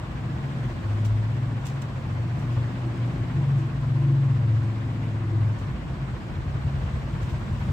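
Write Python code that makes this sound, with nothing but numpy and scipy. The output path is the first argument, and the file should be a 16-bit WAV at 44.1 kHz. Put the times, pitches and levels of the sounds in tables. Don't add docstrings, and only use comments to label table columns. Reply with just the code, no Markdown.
import sys
import numpy as np
from scipy import signal
from scipy.fft import rfft, irfft
from scipy.io import wavfile
from scipy.ndimage import uniform_filter1d

SR = 44100
rng = np.random.default_rng(int(sys.argv[2]) if len(sys.argv) > 2 else 0)


def unload_audio(sound):
    columns = np.transpose(np.atleast_2d(sound))
    steps = np.round(np.clip(columns, -1, 1) * 32767)
    wavfile.write(sys.argv[1], SR, steps.astype(np.int16))


N = 340452

# time in seconds, firings per second.
ENGINE_SPEED = [(0.0, 20.05), (0.22, 19.74), (0.34, 19.7), (0.7, 20.0), (0.94, 20.89), (1.28, 21.84),
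                (1.94, 22.72), (2.24, 23.72), (2.44, 23.66), (2.8, 24.15), (2.98, 23.87), (3.14, 24.08),
                (3.22, 24.01), (3.46, 23.14), (3.54, 22.95), (3.78, 23.37), (3.88, 23.36), (4.36, 22.43),
                (4.5, 22.05), (4.7, 22.06), (4.82, 21.93), (5.3, 21.02), (5.66, 21.28), (5.98, 22.15)]
# time in seconds, then levels of the 4th, 5th, 6th and 7th harmonic in dB.
ENGINE_HUM = [(0.04, -46.5, -44.0, -43.5, -44.0), (0.15, -52.5, -47.0, -36.5, -35.5),
              (0.32, -43.5, -39.5, -37.5, -34.0), (0.48, -45.0, -54.0, -40.0, -31.5),
              (0.64, -44.5, -45.5, -31.0, -33.5), (0.76, -40.5, -48.0, -33.5, -39.5),
              (0.86, -40.5, -29.5, -41.0, -54.0), (0.96, -38.5, -24.5, -40.5, -47.5),
              (1.06, -53.0, -21.0, -36.5, -52.5), (1.18, -52.0, -21.0, -42.5, -53.5),
              (1.3, -42.5, -27.0, -31.0, -44.5), (1.39, -49.0, -30.5, -28.5, -47.5),
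              (1.5, -50.0, -28.0, -31.0, -47.5), (1.58, -52.5, -28.0, -31.5, -54.0),
              (1.66, -40.5, -45.5, -31.5, -47.5), (1.76, -41.5, -40.0, -31.0, -52.0),
              (1.9, -42.0, -33.5, -38.0, -53.5), (2.02, -37.5, -38.5, -38.5, -45.0),
              (2.12, -32.0, -31.0, -35.0, -36.0), (2.26, -35.5, -29.0, -41.5, -47.0),
              (2.42, -40.0, -35.0, -29.5, -44.0), (2.5, -40.0, -26.5, -39.0, -43.5),
              (2.59, -31.5, -22.5, -39.0, -54.0), (2.7, -42.5, -30.0, -37.5, -51.5),
              (2.8, -49.5, -30.5, -47.5, -48.5), (2.94, -42.0, -31.0, -35.5, -47.5),
              (3.02, -37.0, -26.0, -48.0, -46.0), (3.12, -41.0, -33.0, -32.0, -37.0),
              (3.2, -36.0, -25.5, -41.5, -42.5), (3.28, -42.5, -33.0, -38.0, -42.0),
              (3.36, -35.5, -32.5, -26.0, -36.0), (3.44, -38.0, -35.0, -26.5, -37.0),
              (3.54, -39.5, -29.5, -21.5, -53.0), (3.69, -48.5, -34.0, -33.0, -48.0),
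              (3.8, -42.5, -30.0, -29.5, -50.0), (3.92, -40.5, -25.5, -26.0, -51.0),
              (4.1, -45.0, -29.5, -20.5, -52.0), (4.2, -51.0, -32.0, -21.0, -42.0),
              (4.3, -41.5, -26.0, -22.0, -45.5), (4.4, -38.5, -25.5, -25.0, -48.0),
              (4.54, -34.0, -21.0, -33.0, -51.0), (4.62, -35.5, -25.0, -26.5, -53.0),
              (4.72, -41.0, -27.0, -46.0, -45.0), (4.84, -41.0, -30.0, -32.0, -42.0),
              (5.02, -42.0, -30.0, -36.0, -38.5), (5.14, -51.5, -27.0, -41.5, -39.5),
              (5.28, -46.5, -29.5, -37.0, -43.5), (5.36, -41.5, -24.0, -30.5, -36.0),
              (5.43, -37.0, -23.0, -29.5, -40.5), (5.51, -36.5, -24.0, -35.0, -48.0),
              (5.58, -48.5, -39.0, -35.5, -53.0), (5.66, -47.5, -32.5, -34.0, -37.5),
              (5.74, -42.0, -49.0, -32.5, -54.0), (5.82, -46.5, -47.0, -39.5, -45.5),
              (5.98, -47.0, -45.0, -39.5, -52.5)]
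# time in seconds, buzz level in dB,
# level in dB of the drone in the highest room resonance.
EXHAUST_LEVELS = [(0, -50.5, -51.5), (1, -50, -56), (1.5, -48.5, -54), (2.0, -54, -56.5),
                  (2.45, -48, -53.5), (2.9, -41, -44), (3.3, -46, -53), (3.6, -50.5, -44),
                  (3.85, -46.5, -56), (4.1, -42, -38.5), (4.35, -42.5, -51.5), (4.6, -45, -44.5),
                  (4.95, -40, -48.5), (5.2, -46, -42), (5.35, -44, -37), (5.5, -49, -57), (5.7, -54, -62)]
# centre in Hz, width in Hz and gain in dB for one pass.
BUZZ_RESONANCES = [(166, 17, -8), (199, 10, -2.5), (232.6, 13, -5.5), (258.1, 20, -0.5)]
# centre in Hz, width in Hz and gain in dB for one pass.
DRONE_RESONANCE = [(328.5, 23, 0)]
# time in seconds, level in dB, extra weight on the lowest boom in dB.
RUMBLE_LEVELS = [(0, -33.5, -6.5), (.92, -31, -11.5), (1.12, -34, -2), (1.5, -33, -11.5), (2.3, -32.5, -11),
                 (3.4, -31, -10.5), (3.9, -34, -10), (4.5, -34.5, -11.5), (5.4, -31.5, -10),
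                 (5.6, -32.5, -6), (6.2, -32, -5.5), (6.5, -33, -3.5), (7.2, -31.5, -4.5),
                 (7.72, -32, -3.5)]
# frequency in Hz, relative level in dB.
RUMBLE_SPECTRUM = [(20, -62), (35, -27), (48, 12), (70, 0), (100, -7), (112, 0), (123, 1), (131, -6),
                   (152, -11.5), (165, -4), (180, -11.5), (197, -7.5), (262, -15), (290, -19.5), (335, -15),
                   (365, -21.5), (900, -90)]
# time in seconds, level in dB, treble lift in dB.
FAN_LEVELS = [(0, -41.5, 0), (.9, -41, 2), (1.42, -42.5, 1.5), (3.2, -41, 0.9), (3.83, -42.5, 1),
              (5.74, -42.5, 0.9), (6.3, -42.5, 0.5), (7.1, -41.5, 2.3), (7.3, -41.5, 1.5), (7.72, -41, 3.5)]
# frequency in Hz, relative level in dB.
FAN_SPECTRUM = [(180, -45), (300, -13.5), (400, -11.5), (620, -10.5), (890, -13.5), (1070, -10),
                (1250, -16), (1500, -15.5), (2100, -19.5), (3000, -24.5), (3800, -28.5), (6300, -38.5),
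                (8100, -38), (8800, -45), (10300, -53), (14500, -50.5), (15600, -52)]
# frequency in Hz, left-right correlation (-1 to 1).
LIKENESS = [(60, 0.87), (130, 1), (290, 0.8), (640, 0.5), (1410, 0.014), (3100, 0.21), (6820, -0.28),
            (15000, 0.19)]
# frequency in Hz, left minus right in dB.
BALANCE = [(60, 0.5), (200, -0.5), (380, 1), (700, 1.5), (1290, 0), (2380, 0.3), (4400, 0), (8120, -1),
           (15000, -2)]
# start in seconds, level in dB, left minus right in dB,
# rise in seconds, time to fall by 60 dB in seconds.
WRAPPER_BURSTS = [(.694, -60.5, -.6, .004, .12), (1.041, -45.5, -1, 0.01, .16),
                  (1.644, -44, -1.1, 0.015, 0.25), (1.666, -47, -5, .003, .03),
                  (1.813, -44.5, -3, .008, 0.056), (2.37, -57, -5, 0.027, .38), (2.51, -59, -5, .015, 0.24),
                  (3.54, -60, -2, .045, 0.6), (5.57, -57, -1, .019, .3), (7.2, -53.5, -1.1, .024, .34),
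                  (7.28, -58, -2, 0.02, .29), (7.5, -67, -3, .033, .4)]
# frequency in Hz, relative level in dB.
WRAPPER_SPECTRUM = [(1470, -33), (2500, 3.5), (4940, -3.5), (5930, 1), (6710, -3), (7600, 0.5), (9000, -10),
                    (11000, -16), (13900, -12), (15600, -13)]
# start of the push in seconds, peak level of its thud in dB.
IDLE_THUDS = [(5.625, -24.5), (5.862, -28.5), (6.024, -30), (6.127, -30), (6.268, -25.5), (6.36, -21),
              (6.458, -19.5), (6.547, -21), (6.643, -17.5), (6.737, -19), (6.831, -18.5), (6.931, -18),
              (7.027, -23), (7.129, -21.5), (7.22, -20), (7.318, -20.5), (7.41, -25), (7.509, -19),
              (7.599, -20), (7.682, -16)]
# centre in Hz, width in Hz, relative level in dB, signed weight that multiplies that level.
IDLE_RESONANCES = [(55, 12, -1.5, 0.59), (73, 14, 7, -0.78), (103.5, 12, 8.5, 0.87), (135.6, 3.9, 13, 1)]

FIRST_TURN = .5
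WAVER_DB, DRONE_WAVER_DB = .6, 1.5
SMEAR_TURNS = .2
ROUGH_RAD, ROUGH_FROM_PER_S = .5, 23.1
SHUT_S, SHUT_ROUGH_RAD = 5.55, 1.4
JITTER_TURNS_PER_RAD = .02
ENGINE_END_S, ENGINE_FADE_S = 6.15, 0.11
BOOM_HZ, BOOM_WIDTH_HZ = 53, 45.4
BLADES_PER_S, THROB, THROB_TURNS = 15.05, .15, .3
GRAINS_PER_S, GRAIN_SPREAD_DB = 2000, 2.5
HISS_SHARE = 1.3
EDGE_HZ = 15720


def gain_of(db):
    return 10 ** (np.asarray(db) / 20)


def evened(x):
    return x / np.sqrt(np.mean(x ** 2) + 1e-20)


def read(points, hz):
    f, value = np.transpose(points)
    return np.interp(np.log(hz + 1), np.log(f + 1), value)


def columns(rows, t):
    s, *values = np.transpose(rows)
    return [np.interp(t, s, v) for v in values]


def ring(x, modes):
    out = 0
    for hz, width, db in modes:
        b, a = signal.iirpeak(hz, hz / width, SR)
        out = out + gain_of(db) * signal.lfilter(b, a, x)
    return out


def slow(per_s):
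    width = int(SR / per_s)
    once = uniform_filter1d(rng.standard_normal(N), width)
    return evened(uniform_filter1d(once, width))


def diffuse(field_db, size, patchy_db):
    frames, hz = 4 * N // size + 5, np.fft.rfftfreq(size, 1 / SR)
    t = np.arange(frames) * size / 4 / SR
    a, b, c, d, patches = rng.standard_normal((frames, len(hz), 5)).T
    patches = evened(uniform_filter1d(uniform_filter1d(patches, 8, 0), 8, 1))
    same = np.clip(read(LIKENESS, hz), -1, 1)[:, None]
    left, other = a + 1j * b, c + 1j * d
    right = same * left + np.sqrt(1 - same ** 2) * other
    spectra = np.array([left, right])
    spectra *= gain_of(field_db(hz[:, None], t) + patchy_db * patches)
    sides = np.array([1, -1])[:, None, None]
    spectra *= gain_of(read(BALANCE, hz)[:, None] / 2 * sides)
    _, noise = signal.istft(spectra, nperseg=size, noverlap=size * 3 // 4)
    return evened(noise[:, :N])


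def pulses(turns, spread_db):
    cycle = np.floor(turns)
    fired = np.diff(cycle, prepend=cycle[0]) > 0
    return fired * gain_of(spread_db * rng.standard_normal(len(turns)))


def engine():
    t = np.arange(N) / SR
    per_s = columns(ENGINE_SPEED, t)[0]
    turns = FIRST_TURN + np.cumsum(per_s) / SR
    stumble = SHUT_ROUGH_RAD * np.clip((t - SHUT_S) / .1, 0, 1)
    rough = ROUGH_RAD * np.maximum(per_s - ROUGH_FROM_PER_S, .1) + stumble

    hum = np.zeros(N)
    for k, db in enumerate(columns(ENGINE_HUM, t), start=4):
        level = np.sqrt(2) * gain_of(db + WAVER_DB * slow(7.2))
        phase = 2 * np.pi * (k * turns + SMEAR_TURNS * (k - 5.5) ** 2)
        hum += level * np.cos(phase + rough * slow(27))

    exhaust = pulses(turns + JITTER_TURNS_PER_RAD * rough * slow(30), spread_db=.7)
    buzz_db, drone_db = columns(EXHAUST_LEVELS, t)
    buzz = gain_of(buzz_db) * evened(ring(ring(exhaust, BUZZ_RESONANCES), BUZZ_RESONANCES))
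    drone = evened(ring(ring(exhaust, DRONE_RESONANCE), DRONE_RESONANCE))
    drone = drone * gain_of(drone_db + DRONE_WAVER_DB * slow(per_s=18))
    fade = np.clip((ENGINE_END_S - t) / ENGINE_FADE_S, 0, 1)
    return fade * (hum + buzz + drone)


def rumble():
    def field_db(hz, t):
        boom = np.exp(-((hz - BOOM_HZ) / BOOM_WIDTH_HZ) ** 2)
        return read(RUMBLE_SPECTRUM, hz) + columns(RUMBLE_LEVELS, t)[1] * boom
    level_db = columns(RUMBLE_LEVELS, np.arange(N) / SR)[0]
    return diffuse(field_db, size=4096, patchy_db=0.5) * gain_of(level_db)


def fan():
    def field_db(hz, t):
        treble = np.clip(np.log2(hz / 2500 + 1e-9) / 2, 0, 1)
        sweep = np.cos(2 * np.pi * (BLADES_PER_S * t + THROB_TURNS))
        throb = 1 + THROB * (1 - treble) * sweep
        return read(FAN_SPECTRUM, hz) + columns(FAN_LEVELS, t)[1] * treble + 20 * np.log10(throb)
    level_db = columns(FAN_LEVELS, np.arange(N) / SR)[0] + 0.3 * slow(12.0)
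    return diffuse(field_db, size=512, patchy_db=1.01) * gain_of(level_db)


def crackles():
    t, level = np.arange(N) / SR, np.zeros((2, N))
    for s, db, pan_db, rise, t60 in WRAPPER_BURSTS:
        attack = np.clip((t - s) / rise, 0, 1) ** 2
        tail = gain_of(-60 * np.maximum(t - s - rise, 0) / t60)
        level += attack * tail * gain_of(db + pan_db / 2 * np.array([[1], [-1]]))
    snap_db = GRAIN_SPREAD_DB * np.minimum(rng.exponential(1, N), 4)
    snaps = (rng.random(N) < GRAINS_PER_S / SR) * gain_of(snap_db)
    graininess = HISS_SHARE + evened(uniform_filter1d(snaps, size=12))
    grains = rng.standard_normal((2, N)) * graininess
    colour = gain_of(read(WRAPPER_SPECTRUM, np.fft.rfftfreq(N, 1 / SR)))
    bright = irfft(rfft(grains) * colour, N)
    return level * evened(bright)


def idler():
    push = np.zeros(N)
    for s, db in IDLE_THUDS:
        push[round(s * SR)] = gain_of(db)
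    click = signal.unit_impulse(SR // 2)
    ringing = sum(sign * ring(click, [mode]) for *mode, sign in IDLE_RESONANCES)
    wall = signal.butter(4, 165, fs=SR, output="sos")
    thud = signal.sosfilt(wall, ringing)
    return signal.oaconvolve(push, thud / abs(thud).max())[:N]


def scene():
    low = engine() + idler()
    engines = np.array([low * gain_of(1.0), low * gain_of(-0.37)])
    left, right = engines + rumble() + fan()
    return np.array([left, np.roll(right, shift=4)]) + crackles()


def record(dry):
    thin = signal.sosfilt(signal.butter(2, 42, "high", fs=SR, output="sos"), dry)
    band = signal.firwin(1023, EDGE_HZ, window=("kaiser", 9), fs=SR)
    return signal.oaconvolve(thin, band[None], "same")


dry = scene()
out = record(dry)
unload_audio(out)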